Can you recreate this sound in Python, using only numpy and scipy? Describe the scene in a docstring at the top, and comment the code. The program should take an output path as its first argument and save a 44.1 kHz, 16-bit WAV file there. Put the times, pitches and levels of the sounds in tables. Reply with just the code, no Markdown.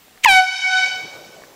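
"""Small knocks of hand and cloth come first, then one short blast of a gas-can air horn in a living room.
Noise makes the valve's hiss, a falling sine the squeal, and a stack of overtones the horn's sagging note.
A small mono camera close by clamps its gain on the blast and recovers while the room rings on.
Then patchy dull noise makes cloth and cushions rustle on a sofa across the room, with more knocks.
Room tone, microphone hiss and a faint steady whine lie underneath."""
import sys
import numpy as np
from scipy import signal
from scipy.fft import rfft, irfft, next_fast_len
from scipy.io import wavfile
from scipy.ndimage import uniform_filter1d, minimum_filter1d, map_coordinates

SR = 44100
rng = np.random.default_rng(int(sys.argv[2]) if len(sys.argv) > 2 else 0)


def invert_db(level):
    """Linear amplitude ratio for a level in decibels (20 dB per decade), elementwise."""
    return 10 ** (np.asarray(level, dtype=float) / 20)


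def store_pcm(level_fs):
    """Save levels as 16-bit WAV."""
    pcm = np.round(np.clip(level_fs, -1, 1) * 32767).astype(np.int16)
    wavfile.write(sys.argv[1], SR, np.atleast_2d(pcm).T)


N = 68355
T = np.arange(N) / SR


def unit(x):
    """Scales a sound to rms 1."""
    return x / np.sqrt(np.mean(x ** 2) + 1e-20)


def along(points, hz):
    """Reads a curve of (frequency, value) points on a log frequency axis."""
    f, value = np.transpose(points)
    return np.interp(np.log(hz + 1), np.log(f + 1), value)


def level(s, db):
    """Gain over time through points in dB, practically silent outside them."""
    return invert_db(np.interp(T, s, db, -150, -150))


def wobble(rate):
    """A smooth random curve with the given number of random points a second."""
    points = rng.standard_normal(int(N * rate / SR) + 4)
    return map_coordinates(points, [T * rate])


def filtered(x, response):
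    """Multiplies the spectrum of x by a response of frequency."""
    m = next_fast_len(N + 8192)  # spare room so the end does not wrap onto the start
    hz = np.fft.rfftfreq(m, 1 / SR)
    return irfft(rfft(x, m) * response(hz), m)[:N]


def noise(spectrum, patchy_db=0):
    """Coloured noise of rms 1, with patches of random gain in time and frequency."""
    z = signal.stft(rng.standard_normal(N), nperseg=512)[2]
    patches = uniform_filter1d(rng.standard_normal(z.shape), size=4, axis=0)
    patches = uniform_filter1d(patches, size=8, axis=1)
    x = signal.istft(z * invert_db(patchy_db * unit(patches)), nperseg=512)[1][:N]
    return unit(filtered(x, lambda hz: invert_db(along(spectrum, hz))))


# course of the blast: time_s, pitch_hz, level_db, dullness_db (lost per overtone order, counted from the third)
HORN_BLAST = [(.251, 1164, -8, 6.5), (0.256, 1030, -1.5, 9), (0.2599, 980, 23.5, 7.5),
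              (0.269, 870.7, 21, 3.5), (.281, 839, 24.5, 1), (0.29, 793, 33.5, 0),
              (0.313, 767, 32.5, -1.14), (0.33, 755.8, 31, -0.76), (0.397, 745.1, 36, 1.85),
              (0.411, 746.1, 24, 5.5), (0.439, 748, 0, 12.5), (.47, 752, -13, 13), (.5, 742, -59, 8)]
# strength of each overtone against the others: order, relative_db
HORN_OVERTONES = [(1, -1.5), (2, -2.5), (3, 1.5), (4, -5.5), (5, -6.5), (6, -13), (7, -18.5), (8, -25.5),
                  (9, -27.5), (10, -29.5), (11, -30), (12, -28.5), (13, -32), (14, -35), (15, -41.5),
                  (16, -66), (17, -55), (18, -57.5)]
# colour of the escaping gas, also used by the valve: frequency_hz, relative_db
GAS_COLOUR = [(120, -92), (200, -45.5), (1380, -15), (2250, 7), (2900, 0.5), (5200, -8), (6590, -4.5),
              (8820, -7), (12200, -29), (13400, -10), (15500, -36)]
# colour of the low gas turbulence: frequency_hz, relative_db
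PUFF_COLOUR = [(8, -13), (25, 15), (60, -12.5), (130, -4), (500, -13), (1200, -8.5), (3000, -101)]


def horn():
    """The diaphragm chops the gas once a cycle: overtones that brighten as pressure builds, breath and puff."""
    s, hz, db, dull_db = np.transpose(HORN_BLAST)
    pitch_hz = np.interp(T, s, hz) * (1 + 0.001 * wobble(120))  # the pitch trembles slightly
    phase = 2 * np.pi * np.cumsum(pitch_hz) / SR
    loss_db = np.interp(T, s, dull_db)
    tone = np.zeros(N)
    for order, order_db in HORN_OVERTONES:
        tone += invert_db(order_db - 9.5 - loss_db * (order - 3)) * np.sin(order * phase)
    breath = invert_db(-39) * noise(GAS_COLOUR) * (1 + np.cos(phase))  # gas noise pulses with each cycle
    puff = invert_db(-37 - 6.9 * loss_db) * noise(PUFF_COLOUR)  # weaker while the tone is dull
    envelope = level(s, db)
    return envelope * (tone + breath), envelope * puff


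# gas escaping before and as the tone locks: time_s, level_db
VALVE_HISS = [(.226, -47), (.233, -42), (.239, -14), (.246, -15.5), (.249, 4.5), (.254, -33.5), (.265, -33)]


def valve():
    """Gas hisses through the horn, and the diaphragm squeals for a few cycles."""
    start_s, life_s, rise_s = 0.2473, 0.0027, 0.00089
    start_hz, sag_hz_per_s = 2390, 120000
    u = np.maximum(T - start_s, 0)
    shape = (1 - np.exp(-u / rise_s)) * np.exp(-(u / life_s) ** 3)
    cycles = start_hz * u - sag_hz_per_s * u * u / 2
    squeal = invert_db(23.5) * shape * np.sin(2 * np.pi * cycles)
    hiss = level(*np.transpose(VALVE_HISS)) * invert_db(2 * wobble(400)) * noise(GAS_COLOUR)
    return hiss + squeal


# how long each frequency takes to die by 60 dB: frequency_hz, decay_s
ROOM_DECAY = [(300, 0.37), (750, 0.64), (1500, 0.74), (2300, 0.71), (4000, 0.76), (8000, 0.71),
              (14000, 0.32)]
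# tone colour of everything the room gives back: frequency_hz, gain_db
ROOM_TONE_COLOUR = [(500, 14.5), (750, 0), (1500, 2.5), (2250, 3), (4000, 3.5), (6000, 18.5), (9000, 8.5),
                    (15000, 27.5)]


def room_tail(longer):
    """Noise in which each frequency dies at its own speed, stretched by a factor, with total energy 1."""
    hz, t, z = signal.stft(rng.standard_normal(N), SR, nperseg=256)
    decay_s = longer * along(ROOM_DECAY, hz)[:, None]
    y = signal.istft(z * invert_db(-60 * t / decay_s), SR, nperseg=256)[1][:N]
    return y / np.linalg.norm(y)


def room(x):
    """A quick burst of near reflections, the room's tail, and a fainter, longer one from neighbouring rooms."""
    early = rng.standard_normal(N) * invert_db(-60 * T / 0.27)  # dies by 60 dB in 0.27 s
    early = early / np.linalg.norm(early)
    answer = invert_db(-13.5) * room_tail(1) + invert_db(-31) * room_tail(1.578) + invert_db(-24) * early
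    delayed = np.pad(x, (150, 0))  # in samples: the room answers about 3.4 ms late
    wet = signal.fftconvolve(delayed, answer)[:N]
    return filtered(wet, lambda hz: invert_db(along(ROOM_TONE_COLOUR, hz)))


# small knocks of hand and cloth: start_s, level_db, pitch_hz
HAND_KNOCKS = [(.082, -43.5, 825), (.157, -41, 480), (.1755, -34, 1900), (1.245, -54, 3000),
               (1.4205, -31, 605), (1.4365, -28, 1750)]


def knocks():
    """Dull ticks: sines that die within a few cycles, each with a short crackle on top."""
    out = np.zeros(N)
    crackle = noise([(300, -9), (1000, -8), (2000, -1), (2800, -37)])  # frequency_hz, relative_db
    for s, db, hz in HAND_KNOCKS:
        u = np.maximum(T - s, 0)
        out += invert_db(db) * np.sin(2 * np.pi * u * hz) * np.exp(-2 * u * hz / 2.5)
        out += invert_db(db - 10) * (u > 0) * np.exp(-u / 0.004) * crackle
    return out


# rise and fall of the rustling: time_s, level_db
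SOFA_RUSTLE = [(.7, -55.5), (.85, -45.5), (1.0, -43.5), (1.12, -41), (1.3, -44), (1.42, -46), (1.55, -52)]
# colour of the moving cloth: frequency_hz, relative_db
CLOTH_COLOUR = [(50, -52), (110, -10), (250, -12.5), (550, -2.5), (1100, -12.5), (2500, -25.5), (6000, -16),
                (8000, -23), (12000, -81)]


def rustle():
    """Blanket and cushions shifting: patchy dull noise of unsteady strength."""
    cloth = noise(CLOTH_COLOUR, patchy_db=3.0)
    return level(*np.transpose(SOFA_RUSTLE)) * invert_db(0.81 * wobble(29.5)) * cloth


# colour of room tone and microphone hiss together: frequency_hz, relative_db
AIR_COLOUR = [(20, -33), (60, -6.5), (250, 1.5), (1300, -10.5), (3000, -15), (6000, -16.5), (8000, -27.5),
              (10700, -11.5), (12500, -28.5), (13400, -23), (14200, -1.5), (15700, -11.5)]
# faint steady tone, played 1 dB below its listed level: pitch_hz, level_db
STEADY_WHINE = [(7558, -62)]


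def background():
    """Room tone and microphone hiss as patchy coloured noise, and a faint whine as a sine."""
    out = invert_db(-53) * noise(AIR_COLOUR, patchy_db=2.5)
    for hz, db in STEADY_WHINE:
        out += invert_db(db - 1) * np.sin(2 * np.pi * hz * T)
    return out


def scene():
    """Everything reaches one microphone; the low turbulence is heard only close by."""
    tone, puff = horn()
    near = tone + valve()
    mix = near + room(near) + puff + knocks() + rustle() + background()
    return np.tile(mix, (2, 1))


def gain_control(x):
    """Clamps down on peaks, holds, then climbs back at a steady rate."""
    aim_db, clamp_s, hold_s, recover_db_per_s = 1, 0.002, 0.07, 99.5
    need_db = np.minimum(aim_db - 20 * np.log10(np.abs(x) + 1e-9), 0)
    hold = int(hold_s * SR) // 2 * 2
    # the lowest gain needed within the last hold time
    held_db = minimum_filter1d(need_db, hold + 1, origin=hold // 2, mode="nearest")
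    climb_db = recover_db_per_s * T
    gain_db = np.minimum(np.minimum.accumulate(held_db - climb_db) + climb_db, 0)
    lag = np.exp(-1 / (clamp_s * SR))  # the gain follows late, so the onset overshoots
    return x * invert_db(signal.lfilter([1 - lag], [1, -lag], gain_db))


def overload(x):
    """Bends peaks smoothly towards a ceiling, slightly lower on the negative side."""
    ceiling, knee = np.where(x > 0, 0.76, 0.72), 3.54
    return x / (1 + np.abs(x / ceiling) ** knee) ** (1 / knee)


def band_limit(x):
    """A steep low-pass at the top of the band."""
    return signal.sosfilt(signal.butter(12, 16640, fs=SR, output="sos"), x)


# colour of the circuit hiss: frequency_hz, relative_db
CIRCUIT_COLOUR = [(25, 0.5), (200, -3), (2000, 1), (8000, -2), (12000, -4), (15500, -23)]
# the recorder's treble roll-off after the overload: frequency_hz, gain_db
TREBLE_ROLL_OFF = [(3000, -0.07), (6000, -3), (10000, -4.5), (15500, -2)]


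def record(dry):
    """The camera turns the gain down, clips the overshoot, adds circuit hiss and limits the band."""
    x = overload(gain_control(dry[0]))
    x = x + invert_db(-51.5) * noise(CIRCUIT_COLOUR)

    def response(hz):
        """Nothing from 15750 Hz up, the treble roll-off, and a gentle cut of the lowest bass."""
        return (hz < 15750) * invert_db(along(TREBLE_ROLL_OFF, hz)) * hz / (hz + 8)

    mix = np.tile(filtered(x, response), (2, 1))
    return band_limit(mix)


dry = scene()
out = record(dry)
store_pcm(out)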